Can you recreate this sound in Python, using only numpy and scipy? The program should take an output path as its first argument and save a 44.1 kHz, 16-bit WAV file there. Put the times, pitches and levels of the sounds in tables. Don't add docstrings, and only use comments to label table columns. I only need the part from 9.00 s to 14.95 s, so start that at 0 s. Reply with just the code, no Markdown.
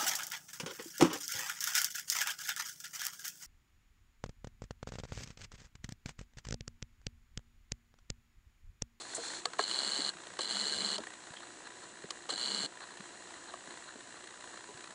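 import sys
import numpy as np
from scipy import signal
from scipy.fft import rfft, irfft
from scipy.io import wavfile
from scipy.ndimage import uniform_filter1d

SR = 44100
rng = np.random.default_rng(int(sys.argv[2]) if len(sys.argv) > 2 else 0)


def output_pcm(signal):
    pcm = np.clip(np.atleast_2d(signal).T, -1, 1) * 32767
    wavfile.write(sys.argv[1], SR, np.round(pcm).astype(np.int16))


N = 262286
TIME = np.arange(N) / SR


def zoom_gear(knock_hz=4233, knock_db=-26.5, knock_half_s=.0012, rasp_db=-4, grind_db=.5):
    # start and stop in seconds, full speed in teeth per second,
    # start position in teeth, level in dB, rumble in dB.
    runs = [(.584, 1.097, 70, 1.63, 0, -6), (1.392, 1.963, 72.8, 1.15, -.3, 1),
            (3.287, 3.66, 70.5, .78, -1, 1)]
    tooth_db = [0, -1, -9]
    # frequency in Hz, level in dB.
    rasp_spectrum = [(60, -105), (140, -112.5), (190, -87.5), (500, -78.5), (1100, -76.5), (2150, -78.5),
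                     (2620, -86.5), (3300, -79.5), (4400, -73), (5600, -87), (6800, -77), (8200, -78),
                     (10000, -87.5)]
    # centre in Hz, width in Hz, lift in dB.
    barrel_peaks = [(337, 38, 7), (1604, 83, 7.4), (2956, 214, 16.1), (3330, 330, 7.2), (4090, 245, 10),
                    (4370, 510, 6.4), (7530, 230, 7.8)]
    # frequency in Hz, level in dB.
    rumble_spectrum = [(100, -112), (165, -93.5), (200, -66.5), (240, -82), (310, -81.5), (450, -76),
                       (1000, -120)]
    spin_up_s, snatch_s, release_s, rumble_build_s, grind_lead_s = .06, .017, .0063, .1, .0012
    knocks, rasp, grind, rumble = np.zeros((4, N))
    for start, stop, teeth_per_s, start_teeth, run_db, rumble_db in runs:
        running_s = np.maximum(TIME - start, 0)
        lag_s = spin_up_s * (1 - np.exp(-running_s / spin_up_s))
        position = start_teeth + teeth_per_s * (running_s - lag_s)
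        teeth = np.arange(np.ceil(start_teeth), np.interp(stop + release_s, TIME, position)).astype(int)
        hits_s = np.append(start + snatch_s, np.interp(teeth, position, TIME))
        hit_db = np.append(0, np.take(tooth_db, teeth, mode="wrap"))
        nearest = np.searchsorted((hits_s[1:] + hits_s[:-1]) / 2, TIME)
        since_s = TIME - hits_s[nearest]
        size, detune, phase = rng.standard_normal((64, 3))[nearest].T
        strength = undb(hit_db[nearest] + .5 * size)
        contact = strength * np.exp(-(since_s / knock_half_s) ** 2)
        tone = np.sin(2 * np.pi * (knock_hz * (1 + .015 * detune) * since_s + phase))
        drive = undb(run_db) * zoom_load(start, stop, release_s)
        knocks += drive ** .7 * contact * tone
        grind += drive * strength * np.exp(-((since_s + grind_lead_s) / knock_half_s) ** 2)
        rasp += drive * (1 + .5 * np.cos(4 * np.pi * position))
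        rumble += undb(rumble_db) * drive * (1 - np.exp(-running_s / rumble_build_s))
    grit = rng.standard_normal((2, N)) * undb(1.5 * walk(900))
    return (undb(knock_db) * knocks
            + undb(rasp_db) * colour(rasp * grit[0], rasp_spectrum, barrel_peaks)
            + undb(grind_db) * colour(grind * grit[1], rasp_spectrum)
            + colour(rumble * rng.standard_normal(N), rumble_spectrum))


def zoom_load(start, stop, release_s, attack_s=.0017, slack_after_s=.075, slack_db=-7):
    attack = 1 - np.exp(-np.maximum(TIME - start, 0) / attack_s)
    sag = undb(slack_db * swell(start + slack_after_s, half_s=.019))
    release = np.exp(-np.maximum(TIME - stop, 0) / release_s)
    return attack * sag * release


def case_clicks(rebound_s=.002, rub_db=-20):
    # time in seconds, then low ring, bright ring and thud levels in dB.
    clicks = [(0.4556, -24.5, -18.5, -41), (0.534, -38, -36.5, -62), (0.5919, -20.5, -25.5, -28.5),
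              (1.3905, -28.5, -24.5, -28), (1.981, -38, -28.5, -29.5), (3.1063, -36.5, -23.5, -57),
              (3.292, -32.5, -30.5, -37.5), (4.539, -36, -39.5, -53)]
    # frequency in Hz, level in dB, t60 in seconds.
    low_modes = [(490, -9, 0.09), (712, 1, 0.025), (1104, 4, 0.02), (1281, -7, 0.073), (1390, -23, 0.041),
                 (1620, -10.5, 0.06), (1980, 1, 0.0058)]
    bright_modes = [(2990, -8.5, 0.013), (3330, 3, 0.0032), (3880, -10, 0.0076), (4330, 1.5, 0.0056),
                    (5620, 2, 0.0015), (7030, -1, 0.0049), (8830, -5.5, 0.0058)]
    out, rub = np.zeros((2, N))
    for s, low_db, bright_db, thud_db in clicks:
        for at, low, bright in [(s, low_db, bright_db), (s + rebound_s, low_db - 1, bright_db - 4.5)]:
            add(out, at, undb(low) * ring(low_modes, contact_s=.0003, low_cut_hz=360))
            add(out, at, undb(bright) * ring(bright_modes, contact_s=.002, low_cut_hz=2400))
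        add(out, s + rebound_s, undb(thud_db) * thud(hz=421, t60_s=.042))
        rub += undb(bright_db + rub_db) * swell(s, half_s=.003)
    friction = rng.standard_normal(N)
    rubbed = signal.fftconvolve(friction, ring(bright_modes, contact_s=.0003, low_cut_hz=2400))[:N]
    return out + rub * rubbed / rubbed.std()


def focus_motor(field_hz=59.945, gain_db=-33.5, scatter_db=2.1, kick_gap_s=.002016, kick_db=13):
    # start and end in seconds, relative level in dB.
    hunts = [(.09, .39, -40), (1.13, 1.38, -40.5), (1.99, 2.15, -40), (2.22, 2.49, -43.5),
             (2.66, 2.72, -42.5), (3.79, 4.02, -43), (4.29, 4.36, -41), (4.66, 4.86, -45),
             (5.19, 5.29, -42.5), (5.39, 5.507, -41.5), (5.53, 5.66, -44.5), (5.76, 5.93, -41.5)]
    # frequency in Hz, relative level in dB.
    step_spectrum = [(100, -38.5), (350, -13), (600, -9.5), (1030, -6), (1300, -7.5), (1650, -2.5),
                     (1930, -2), (2100, -13.5), (3500, -14.5), (4150, -8), (4800, -22.5), (7000, -17),
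                     (10000, -22.5)]
    lead_s, buzz_half_s, tail_s = .006, .0033, .0079
    fields_s = np.arange(.003, TIME[-1], 1 / field_hz)
    even = np.arange(len(fields_s)) % 2 == 0
    steps_db = np.where(even, -48, -48.5)
    for start, end, db in hunts:
        steps_db[even & (fields_s > start) & (fields_s < end)] = db
    steps_db += scatter_db * rng.standard_normal(len(fields_s))
    t = TIME[:SR // 20] - lead_s
    envelope = np.exp(-(t / buzz_half_s) ** 2) + .39 * (t > 0) * np.exp(-np.abs(t) / tail_s)
    kicks, buzz = np.zeros((2, N))
    for s, db in zip(fields_s, steps_db):
        add(buzz, s - lead_s, undb(db) * envelope)
        for offset_s in kick_gap_s * (np.array([-.5, .5]) + .12 * rng.standard_normal(2)):
            add(kicks, s + offset_s, undb([db + kick_db]))
    return undb(gain_db) * colour(kicks + .9 * buzz * rng.standard_normal(N), step_spectrum)


def soft_whirs(faint_db=-8):
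    # time in seconds, gain in dB, half length in seconds.
    whirs = [(2.433, -4, 0.011), (3.827, -3.5, 0.021), (4.381, -9, 0.0096), (4.497, -4, 0.017),
             (4.887, -5, 0.018)]
    # frequency in Hz, level in dB.
    whir_spectrum = [(200, -100), (1050, -76.5), (1750, -77.5), (2400, -102), (3600, -87.5), (4130, -76),
                     (4800, -99.5), (10000, -105)]
    envelope = sum(undb(db) * swell(s, half_s) for s, db, half_s in whirs)
    envelope += undb(faint_db) * sum(swell(s, half_s=.013) for s in scattered(per_s=3))
    return colour(rng.standard_normal(N) * envelope, whir_spectrum)


def bumps(patter_hz=207, patter_db=-54.5, spread_octaves=.35):
    # time in seconds, level in dB, pitch in Hz, t60 in seconds.
    low_bumps = [(0.178, -34.5, 451, 0.099), (.988, -34.5, 305, 0.093), (1.148, -48.5, 173, 0.046),
                 (1.76, -45, 143, 0.23), (2.0, -40, 220, 0.12), (2.306, -46, 164, 0.049),
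                 (3.042, -34.5, 183, 0.022), (3.32, -35, 328, 0.092), (3.635, -36.5, 282, 0.086),
                 (3.997, -41.5, 198, .063), (4.676, -44.5, 273, 0.058), (4.955, -43.5, 290, .076),
                 (5.689, -41, 400, .074), (5.744, -49.5, 170, .093)]
    out = np.zeros(N)
    for s, db, hz, t60_s in low_bumps:
        add(out, s, undb(db) * thud(hz, t60_s))
    for s in scattered(per_s=1.5):
        hz = patter_hz * 2 ** (spread_octaves * rng.standard_normal())
        add(out, s, undb(patter_db) * thud(hz, t60_s=.094))
    return out


def hedgehogs(claw_s=2.369, claw_db=-66):
    # time in seconds, gain in dB.
    scrape_envelope = [(.142, -30), (.148, 1), (.155, -2), (.168, -2), (.174, -11), (.195, -30)]
    hiss_envelope = [(0, 6), (.06, -2.5), (.12, 3.5), (.19, 2), (.25, 8.5), (.32, 5.5), (.37, 6), (.4, 2.5),
                     (.45, -22)]
    # frequency in Hz, level in dB.
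    scrape_spectrum = [(100, -115), (3000, -104), (5500, -85), (6700, -73), (7900, -69.5), (9000, -76.5),
                       (9800, -80), (10400, -100)]
    hiss_spectrum = [(60, -115), (250, -90.5), (700, -91.5), (1600, -92.5), (2900, -99.5), (3600, -88),
                     (3850, -92.5), (4150, -79), (4800, -94.5), (6000, -94), (7300, -87), (8700, -96.5),
                     (10000, -99.5)]
    claw_spectrum = [(300, -40), (1500, -30), (2850, -15), (3230, 0), (3650, -14), (5000, -32)]
    friction = rng.standard_normal(N) * undb(2.8 * walk(480))
    scrape = colour(friction * curve(scrape_envelope), scrape_spectrum)
    hiss = colour(rng.standard_normal(N) * curve(hiss_envelope) * undb(walk(90)), hiss_spectrum)
    drag = swell(claw_s, half_s=.004) + .17 * swell(claw_s + .017, half_s=.015)
    claw = undb(claw_db) * colour(friction * drag, claw_spectrum)
    return scrape + hiss + claw


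def tape_transport(whine_hz=7882, whine_rms_db=-68):
    # frequency in Hz, density in dB per Hz.
    hiss_spectrum = [(25, -106), (60, -100), (120, -96), (250, -89), (550, -89.5), (1050, -93), (1900, -93),
                     (2300, -97), (3600, -97), (5200, -100), (6100, -97), (7700, -92), (9000, -99),
                     (10000, -103)]
    # centre in Hz, width in Hz, lift in dB.
    case_peaks = [(119, 14, 5.4), (344, 66, 7.7), (720, 63, 6.1), (996.4, 42, 11), (2796, 84, 6.3),
                  (4080, 340, 6.7), (6900, 450, 4)]
    hiss = colour(rng.standard_normal(N) * undb(.8 * walk(9)), hiss_spectrum, case_peaks)
    whine = np.sin(2 * np.pi * np.cumsum(whine_hz + 3 * walk(30)) / SR)
    return hiss + np.sqrt(2) * undb(whine_rms_db) * whine


def thud(hz, t60_s, scuff_db=-13):
    t = TIME[:SR // 4]
    modes = [(hz, 0, t60_s), (hz * .6, -10, t60_s * .4),
             (hz * 1.45, -4, t60_s * .5), (hz * 2.3, -7, t60_s * .4)]
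    band = signal.butter(2, [.75 * hz, 2 * hz], "band", fs=SR, output="sos")
    scuff = signal.sosfilt(band, rng.standard_normal(len(t)))
    scuff *= np.exp(-np.log(1000) * t / (2 * t60_s)) / scuff.std()
    body = ring(modes, contact_s=.094 * t60_s, low_cut_hz=.42 * hz, detune=.022)
    return .75 * body + undb(scuff_db) * scuff


def ring(modes, contact_s, low_cut_hz, detune=.02):
    t = TIME[:SR // 4]
    response = np.zeros(len(t))
    for hz, db, t60_s in modes:
        tone = np.sin(2 * np.pi * hz * (1 + detune * rng.standard_normal()) * t)
        response += undb(db) * np.exp(-np.log(1000) * t / t60_s) * tone * rng.choice([-1, 1])
    force = .24 * rng.standard_normal(len(t)) * np.exp(-t / contact_s)
    force[0] = 1
    low_cut = signal.butter(2, low_cut_hz, "high", fs=SR, output="sos")
    struck = signal.sosfilt(low_cut, signal.fftconvolve(response, force)[:len(t)])
    return struck / np.abs(struck).max()


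def colour(x, spectrum, peaks=()):
    f = np.arange(N // 2 + 1) * SR / N
    hz, db = np.transpose(spectrum)
    db = np.interp(np.log(f + 1), np.log(hz), db)
    for centre_hz, width_hz, lift_db in peaks:
        db += lift_db * .5 ** ((2 * (f - centre_hz) / width_hz) ** 2)
    cepstrum = irfft(np.log(undb(db) * np.sqrt(SR / 2)), N)
    cepstrum[1:N // 2] *= 2
    cepstrum[N // 2 + 1:] = 0
    return irfft(rfft(x) * np.exp(rfft(cepstrum)), N)


def walk(rate_hz):
    hold = max(int(SR / rate_hz), 1)
    held = np.repeat(rng.standard_normal(N // hold + 1), hold)[:N]
    slewed = uniform_filter1d(held, hold)
    return slewed / slewed.std()


def scattered(per_s):
    slots = np.arange(64) + rng.random(64)
    return slots[slots < per_s * TIME[-1]] / per_s


def swell(s, half_s):
    return np.exp(-((TIME - s) / half_s) ** 2)


def curve(rows):
    s, db = np.transpose(rows)
    return undb(np.interp(TIME, s, db, left=-150, right=-150))


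def add(track, s, sound):
    i = max(int(s * SR), 0)
    track[i:i + len(sound)] += sound[:max(N - i, 0)]


def undb(db):
    return 10 ** (np.asarray(db) / 20)


def scene():
    return (zoom_gear() + focus_motor() + case_clicks() + bumps() + hedgehogs() + soft_whirs()
            + tape_transport())[None]


def record(dry, top_hz=10050):
    return signal.sosfilt(signal.ellip(12, .2, 70, top_hz, fs=SR, output="sos"), dry)


dry = scene()
out = record(dry)
output_pcm(out)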